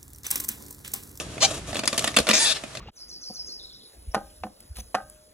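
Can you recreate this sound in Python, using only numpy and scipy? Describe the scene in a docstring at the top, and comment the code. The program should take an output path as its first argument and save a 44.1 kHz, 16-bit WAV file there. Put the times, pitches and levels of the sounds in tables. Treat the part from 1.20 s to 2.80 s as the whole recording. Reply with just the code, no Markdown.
"""Hands rub an inflated balloon in a quiet wood.
Fingertips stick and slip on the tight rubber: single slips crack, fast runs of slips become squeaks,
and light sliding hisses. All this rubbing rings in the balloon's skin and the air inside it.
Now and then a hand bumps the balloon. A low outdoor rumble and a faint hiss lie beneath."""
import sys
import numpy as np
from scipy import signal
from scipy.fft import rfft, irfft
from scipy.io import wavfile

SR = 44100
rng = np.random.default_rng(int(sys.argv[2]) if len(sys.argv) > 2 else 0)


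def dump(signal):
    """Clip the signal to [-1, 1] and save it as 16-bit WAV at the path in sys.argv[1]."""
    limited = np.clip(np.atleast_2d(signal).T, -1, 1)
    pcm = np.round(limited * 32767).astype(np.int16)
    wavfile.write(sys.argv[1], SR, pcm)


N = 70560
TIME = np.arange(N) / SR
SIZE = 2 * N   # double length leaves room for ringing when filtering
HZ = np.maximum(np.arange(N + 1) * SR / SIZE, 1)


def from_db(db):
    """Turn decibels into a gain."""
    return 10 ** (np.asarray(db) / 20)


def unit_power(x):
    """Scale a signal to an average power of 1."""
    return x / np.sqrt(np.mean(x ** 2) + 1e-20)


def in_time(rows):
    """Join rows that start with a time into one curve for each other column."""
    seconds, *columns = np.transpose(rows)
    return [np.interp(TIME, seconds, column) for column in columns]


def at_hz(rows):
    """Join rows of frequency and value into a curve over all frequencies."""
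    hz, value = np.transpose(rows)
    return np.interp(np.log(HZ), np.log(hz), value)


def pan(db):
    """Left and right gains, with the left louder by db."""
    return from_db(np.array([[1], [-1]]) * db / 2)


def tone_filter(rows):
    """A filter of power 1 with the given tone; it never rings before a sound starts (minimum phase)."""
    gain = unit_power(from_db(at_hz(rows)))
    cepstrum = irfft(np.log(gain))
    cepstrum[1:N] *= 2
    cepstrum[N + 1:] = 0
    return np.exp(rfft(cepstrum))


def through(x, response):
    """Pass a sound through a filter."""
    return irfft(rfft(x, SIZE) * response)[..., :N]


def drift(rate_hz):
    """A smooth random wobble, about 1 in size."""
    pole = np.exp(-2 * np.pi * rate_hz / SR)
    return unit_power(signal.lfilter([1], [1, -2 * pole, pole * pole], rng.standard_normal(SIZE))[N:])


def stereo(mid, side, alike):
    """Mix two unrelated signals into left and right; alike runs from 0 (unrelated) to 1 (the same)."""
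    alike = np.clip(alike, -1, 1)
    return (np.sqrt(1 + alike) * mid + np.sqrt(1 - alike) * side * np.array([[1], [-1]])) / np.sqrt(2)


# How the rumble swells and fades. Each row: time in seconds, level in dB.
RUMBLE_LEVELS = [(0, -41), (0.3, -40), (0.6, -41.5), (0.7, -47.5), (0.85, -39.5), (1.0, -50.5), (1.2, -53),
                 (1.5, -50.5), (1.6, -43.5)]
# The tones of the rumble and the hiss. Each row: frequency in Hz, relative level in dB.
RUMBLE_TONE = [(20, -39), (40, -1.5), (60, 1), (140, 2), (220, -7.5), (400, -10), (1000, -28), (4000, -63)]
HISS_TONE = [(60, -12), (300, 0.5), (600, -0.5), (1000, 0), (3000, -3), (10000, -9), (13000, -30),
             (16000, -69)]

def woods(rumble_alike=.97, hiss_alike=0.2, hiss_db=-45):
    """The outdoors: a low rumble and a faint, even hiss."""
    rumble_db, = in_time(RUMBLE_LEVELS)
    rumble = through(stereo(*rng.standard_normal((2, N)), rumble_alike), tone_filter(RUMBLE_TONE))
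    hiss = through(stereo(*rng.standard_normal((2, N)), hiss_alike), tone_filter(HISS_TONE))
    return from_db(rumble_db) * rumble + from_db(hiss_db) * hiss


# Soft bumps of the hand. Each row: start in seconds, pitch in Hz, level in dB, seconds to fade by 60 dB.
HAND_BUMPS = [(0.170, 427, -24.5, 0.014), (0.283, 69.6, -37, .14), (1.0012, 233, -9, 0.012),
              (1.003, 80, -22.5, 0.057), (1.097, 221.6, -20, 0.17)]

def bumps(low_cut_hz=55):
    """The whole balloon wobbles briefly when a hand nudges it."""
    wobbles = np.zeros(N)
    for start_s, hz, db, fade_s in HAND_BUMPS:
        age = np.maximum(TIME - start_s, 0)
        wobbles -= from_db(db - 60 * age / fade_s) * np.sin(2 * np.pi * hz * age)
    return signal.sosfilt(signal.butter(2, low_cut_hz, "high", fs=SR, output="sos"), wobbles)


# How alike the ringing is on the left and right. Each row: frequency in Hz, likeness from 0 to 1.
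RING_LIKENESS = [(100, 0.91), (300, 0.52), (1000, 0.2), (2200, 0.19), (4000, 0.14), (8000, 0.3)]

def ringing(fade_s):
    """A stereo filter for a crowd of resonances that die away by 60 dB in fade_s seconds."""
    tail = rng.standard_normal((2, N)) * from_db(-60 * TIME / fade_s)
    mid, side = rfft(tail / np.sqrt(np.sum(tail ** 2, axis=1, keepdims=True)), SIZE)
    return stereo(mid, side, at_hz(RING_LIKENESS))


# How far the direct sound lags on the left. Each row: frequency in Hz, phase lag in radians.
DIRECT_LAG = [(200, 0.066), (1700, 0.16), (3000, 0.63), (4800, 1.79), (7000, 1.17), (12000, 1.12)]

def balloon_spot(skin_db=-3, skin_from_hz=700, air_db=-5, air_damp_hz=9700):
    """A filter for one spot on the balloon: direct sound, waves round the skin and ringing air."""
    skin_gain, air_gain = from_db(skin_db), from_db(air_db)
    skin = skin_gain * ringing(fade_s=.015) * (1j * HZ / (skin_from_hz + 1j * HZ))   # less bass
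    air = air_gain * ringing(fade_s=.12) / (1 + 1j * HZ / air_damp_hz)   # less treble
    direct = np.exp(-1j * at_hz(DIRECT_LAG) * np.array([[1], [0]]))
    return (direct + skin + air) / np.sqrt(1 + skin_gain ** 2 + air_gain ** 2)


# The notes the balloon rings at. Each row: frequency in Hz, dB above the direct sound,
# seconds to fade by 60 dB.
RESONANCES = [(222.5, -2, 0.16), (297, 1.5, 0.074), (472.5, 0.5, 0.032), (571, -2.5, 0.064),
              (645, -4.5, 0.038), (727, -9, 0.064), (1153, -3, 0.013), (1760, -1.5, 0.031),
              (1950, -5, 0.093), (2416, 0.5, 0.017), (2660, -4, 0.032), (3490, -2, 0.021),
              (3790, -9, 0.024)]
# Which side is louder. Each row: frequency in Hz, dB by which the left is above the right.
SIDE_BALANCE = [(200, -1.5), (600, 0), (1300, -3), (2500, -.5), (4300, 5.5), (8000, 1), (12000, -0.5)]

def resonate(rubbing):
    """The balloon's main resonances colour every rub; the sound spreads unevenly to left and right."""
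    peaks = sum(from_db(db) / (1 + 1j * (HZ - hz) * (2 * np.pi * fade_s / np.log(1000)))
                for hz, db, fade_s in RESONANCES)
    return through(rubbing, pan(at_hz(SIDE_BALANCE)) * (1 + peaks))


# Light sliding of the palm. Each row: time in seconds, level in dB.
SLIDE_LEVELS = [(0.0, -28), (0.03, -43.5), (0.08, -49.5), (0.155, -46.5), (0.2, -49), (0.265, -35.5),
                (0.32, -33), (0.385, -38.5), (0.41, -53), (0.46, -54), (0.478, -37), (0.505, -34.5),
                (0.52, -46.5), (0.58, -36), (0.62, -55), (0.70, -40.5), (0.76, -37.5), (0.805, -38.5),
                (0.87, -33.5), (0.925, -42), (1.05, -42.5), (1.12, -34.5), (1.3, -46), (1.395, -47),
                (1.47, -49), (1.53, -50), (1.555, -41), (1.578, -52), (1.6, -62)]
# Its tone. Each row: frequency in Hz, relative level in dB.
SLIDE_TONE = [(100, -14.5), (300, 5.5), (420, 1), (640, 8), (950, -2), (2000, -1.5), (3600, -0.5),
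              (5500, -1.5), (6800, 3), (8500, -5), (10800, -3.5), (13000, -20), (16000, -57)]

def slide(grain_db=4.0, flutter_db=2, flutter_hz=110):
    """The palm skims the rubber in countless tiny catches, which blur into a hiss."""
    db, = in_time(SLIDE_LEVELS)
    catches = rng.standard_normal(N)
    catches *= from_db(grain_db * rng.standard_normal(N) + flutter_db * drift(flutter_hz))
    return through(unit_power(catches) * from_db(db), tone_filter(SLIDE_TONE) * balloon_spot())


def squeak(run, tone, jitter, jitter_hz, uneven_db, scrape_db, left_db, smear_s=0.001207):
    """A finger sticks and slips in a fast, unsteady run: each slip snaps, then scrapes a little."""
    rate, db = in_time(run)
    slip_count = np.cumsum(rate * np.exp(jitter * drift(jitter_hz))) / SR
    new_slip = np.diff(np.floor(slip_count), prepend=0)
    snaps = new_slip * np.sqrt(SR / rate) - np.sqrt(rate / SR)   # centred on zero
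    scrape = from_db(scrape_db) * unit_power(rng.standard_normal(N) * np.exp(-(slip_count % 1)))
    force = unit_power((snaps + scrape) * from_db(uneven_db * drift(rate_hz=300)))
    touching = (TIME > run[0][0]) & (TIME < run[-1][0])
    smear = np.exp(-2j * np.pi * smear_s * HZ * (1 - HZ / SR))   # rubber spreads each snap, treble first
    response = tone_filter(tone) * smear * balloon_spot()
    return pan(left_db) * through(force * from_db(db) * touching, response)


# Five runs of slips. Each row: time in seconds, slips per second (the pitch), level in dB.
CHIRP_RUN = [(0.203, 480, -33), (0.212, 487, -26), (0.229, 623, -12.5), (0.238, 793, -17.5),
             (0.249, 785, -12), (0.259, 805, -21.5), (0.266, 800, -57), (0.280, 630, -61)]
CREAK_RUN = [(1.129, 195, -23), (1.135, 195, -17.5), (1.152, 206, -19), (1.168, 310, -21), (1.18, 380, -19),
             (1.195, 380, -36), (1.215, 490, -33)]
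SQUEAL_RUN = [(1.185, 850, -22), (1.204, 890, -19.5), (1.222, 920, -18.5), (1.24, 940, -19.5),
              (1.26, 890, -23.5), (1.28, 880, -28)]
RASP_RUN = [(1.245, 830, -24), (1.27, 830, -23.5), (1.30, 810, -21), (1.325, 570, -23.5), (1.335, 600, -38)]
SCRATCH_RUN = [(1.334, 424, -43), (1.35, 430, -34.5), (1.368, 410, -30), (1.382, 540, -42),
               (1.40, 450, -52)]
# The tone of each run. Each row: frequency in Hz, relative level in dB.
CHIRP_TONE = [(200, -12.5), (480, -5.5), (790, 1), (1100, -11.5), (1750, -12), (2350, -6), (3700, -0.5),
              (4800, -2), (6400, 1.5), (8500, -11), (11000, -18), (13500, -39), (16000, -72)]
CREAK_TONE = [(120, -18), (220, -3.5), (400, -12), (630, -4), (1000, -11), (2000, -2.5), (2400, -3),
              (2900, -8), (3600, -2), (5000, 4.5), (6500, 3), (9000, -7), (11000, -16.5), (13000, -22),
              (16000, -45)]
SQUEAL_TONE = [(150, -18), (500, -14.5), (900, -8.5), (1300, -12), (1800, 1.5), (2200, -6), (2700, -3),
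               (3300, -1.5), (4200, 0.5), (5300, 2), (7000, 0.5), (10500, -3), (13000, -43), (16000, -54)]
RASP_TONE = [(150, -21), (400, -10.5), (650, -4), (1000, -11.5), (1800, -2), (2100, -11), (2450, -1.5),
             (2900, -4), (3800, 6), (5000, 2), (8000, -1.5), (10500, -5), (13000, -37), (16000, -55)]
SCRATCH_TONE = [(150, -5), (650, -5), (1200, 3), (2000, -1), (4200, 7.5), (6500, -2), (10500, -6),
                (13000, -27), (16000, -45)]

def squeaks():
    """A short rising chirp; later a long rub creaks, squeals, breaks into a rasp and ends in a scratch."""
    chirp = squeak(CHIRP_RUN, CHIRP_TONE,
                   jitter=.04, jitter_hz=302, uneven_db=1.5, scrape_db=-6, left_db=-1)
    creak = squeak(CREAK_RUN, CREAK_TONE,
                   jitter=.03, jitter_hz=102.4, uneven_db=-1, scrape_db=-2.5, left_db=1)
    squeal = squeak(SQUEAL_RUN, SQUEAL_TONE,
                    jitter=.02, jitter_hz=196, uneven_db=0, scrape_db=2.5, left_db=0)
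    rasp = squeak(RASP_RUN, RASP_TONE,
                  jitter=.12, jitter_hz=301.5, uneven_db=-1, scrape_db=1.5, left_db=0.5)
    scratch = squeak(SCRATCH_RUN, SCRATCH_TONE,
                     jitter=.15, jitter_hz=246, uneven_db=0, scrape_db=-2, left_db=-0.5)
    return chirp + creak + squeal + rasp + scratch


# Single slips of a finger. Each row: start in seconds, level in dB, bass boost in dB, treble boost in dB,
# frequency in Hz at which the patch of rubber under the finger rings.
FINGER_SLIPS = [(0.000, -31.5, -14, -1, 3370), (0.179, -42, 19, -9, 2330), (0.529, -30.5, 9, -7, 4770),
                (0.545, -27.5, 6, 2, 4640), (0.555, -32, 17, 4, 3600), (0.567, -26.5, 9, 2.5, 4340),
                (0.592, -23, 9.5, -0.5, 4700), (0.611, -50, 18.5, -12, 650), (0.635, -23.5, 5, -21, 1220),
                (0.643, -31, 5, -15, 1210), (0.655, -26.5, 0, 3.5, 6000), (0.6755, -12.5, -13, 2, 5340),
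                (0.7285, -21, 1, -2.5, 1170), (0.742, -29.5, 8, -1, 1200), (0.7775, -19.5, -3.5, 8.5, 1180),
                (0.781, -23, 7, 5.5, 5200), (0.792, -27.5, -2, 13.5, 2540), (0.822, -32.5, -5, 8, 1210),
                (0.8425, -15.5, -1.5, 0, 1210), (0.8755, -12.5, -7.5, -8, 1080), (0.911, -41, 3, -7, 1150),
                (0.942, -27.5, -1, -15, 2450), (0.9645, -19, -5, 9, 2470), (0.9685, -8, 0.5, -1.5, 3550),
                (0.9865, -19.5, 10, 11.5, 1260), (0.990, -34.5, 10.5, -7, 624), (1.000, -27, 7, 10, 524),
                (1.0688, -18, 3.5, -16, 1750), (1.0795, -20.5, 0, -7, 1090), (1.0885, -12, 6, -0.5, 3370),
                (1.0978, -11.5, -7, -7, 1050), (1.1075, -14.5, -7, -18, 1850), (1.111, -12, -24, -5, 4800),
                (1.132, -18.5, -1, -22, 2390), (1.437, -28, 1.5, -8, 2380), (1.551, -27.5, -4, -21, 2000),
                (1.571, -27.5, -23, -9.5, 4150)]
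# The tone they share. Each row: frequency in Hz, relative level in dB.
SLIP_TONE = [(30, -27), (150, -6), (240, 2.5), (380, -3), (620, 5), (900, -7.5), (1250, -2.5), (2000, -3.5),
             (3400, -0.5), (6000, -3.5), (10500, -7.5), (13000, -21), (16000, -47)]
SLIP_ATTACK_S, SLIP_LENGTH_S, SLIP_END_STEEPNESS = .0007, .0048, 1.58
PATCH_DB, PATCH_Q = 0.5, 5.3   # strength and sharpness of the patch's ringing

def slips(snap_db=12, grain_db=3, bass_hz=745, treble_hz=5100, finger_count=4):
    """Each slip lets go with a snap and skids for a few milliseconds in tiny jerks; fingers take turns."""
    fingers = np.zeros((finger_count, SIZE))
    length = 2048
    age = np.arange(length) / SR
    rise = 1 - np.exp(-age / SLIP_ATTACK_S)
    fall = np.exp(-(age / SLIP_LENGTH_S) ** SLIP_END_STEEPNESS)
    low_pass = signal.butter(1, bass_hz, fs=SR)
    high_pass = signal.butter(1, treble_hz, "high", fs=SR)
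    for k, (start_s, db, bass_db, treble_db, patch_hz) in enumerate(FINGER_SLIPS):
        jerks = rng.standard_normal(length) * from_db(grain_db * rng.standard_normal(length))
        jerks *= rise * fall
        jerks *= np.sqrt(SLIP_LENGTH_S * SR / 2 / np.sum(jerks ** 2))   # same energy for every skid
        jerks[int(SLIP_ATTACK_S * SR)] += from_db(snap_db)
        bass = (from_db(bass_db) - 1) * signal.lfilter(*low_pass, jerks)
        treble = (from_db(treble_db) - 1) * signal.lfilter(*high_pass, jerks)
        slip = jerks + bass + treble
        patch = from_db(PATCH_DB) * signal.lfilter(*signal.iirpeak(patch_hz, PATCH_Q, fs=SR), slip)
        start = int(start_s * SR)
        fingers[k % finger_count, start:start + length] += from_db(db) * (slip + patch)
    tone = tone_filter(SLIP_TONE)
    return sum(through(finger, tone * balloon_spot()) for finger in fingers)


def scene():
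    """The rubbing rings through the balloon, over the bumps and the quiet wood."""
    rubbing = squeaks() + slips() + slide()
    return resonate(rubbing) + bumps() + woods()


def record(dry, ceiling=1.2, cutoff_hz=17000):
    """Round off the loudest peaks and cut the highest treble."""
    rounded = ceiling * np.tanh(dry / ceiling)
    return signal.sosfilt(signal.cheby2(12, 70, cutoff_hz, fs=SR, output="sos"), rounded)


dry = scene()
out = record(dry)
dump(out)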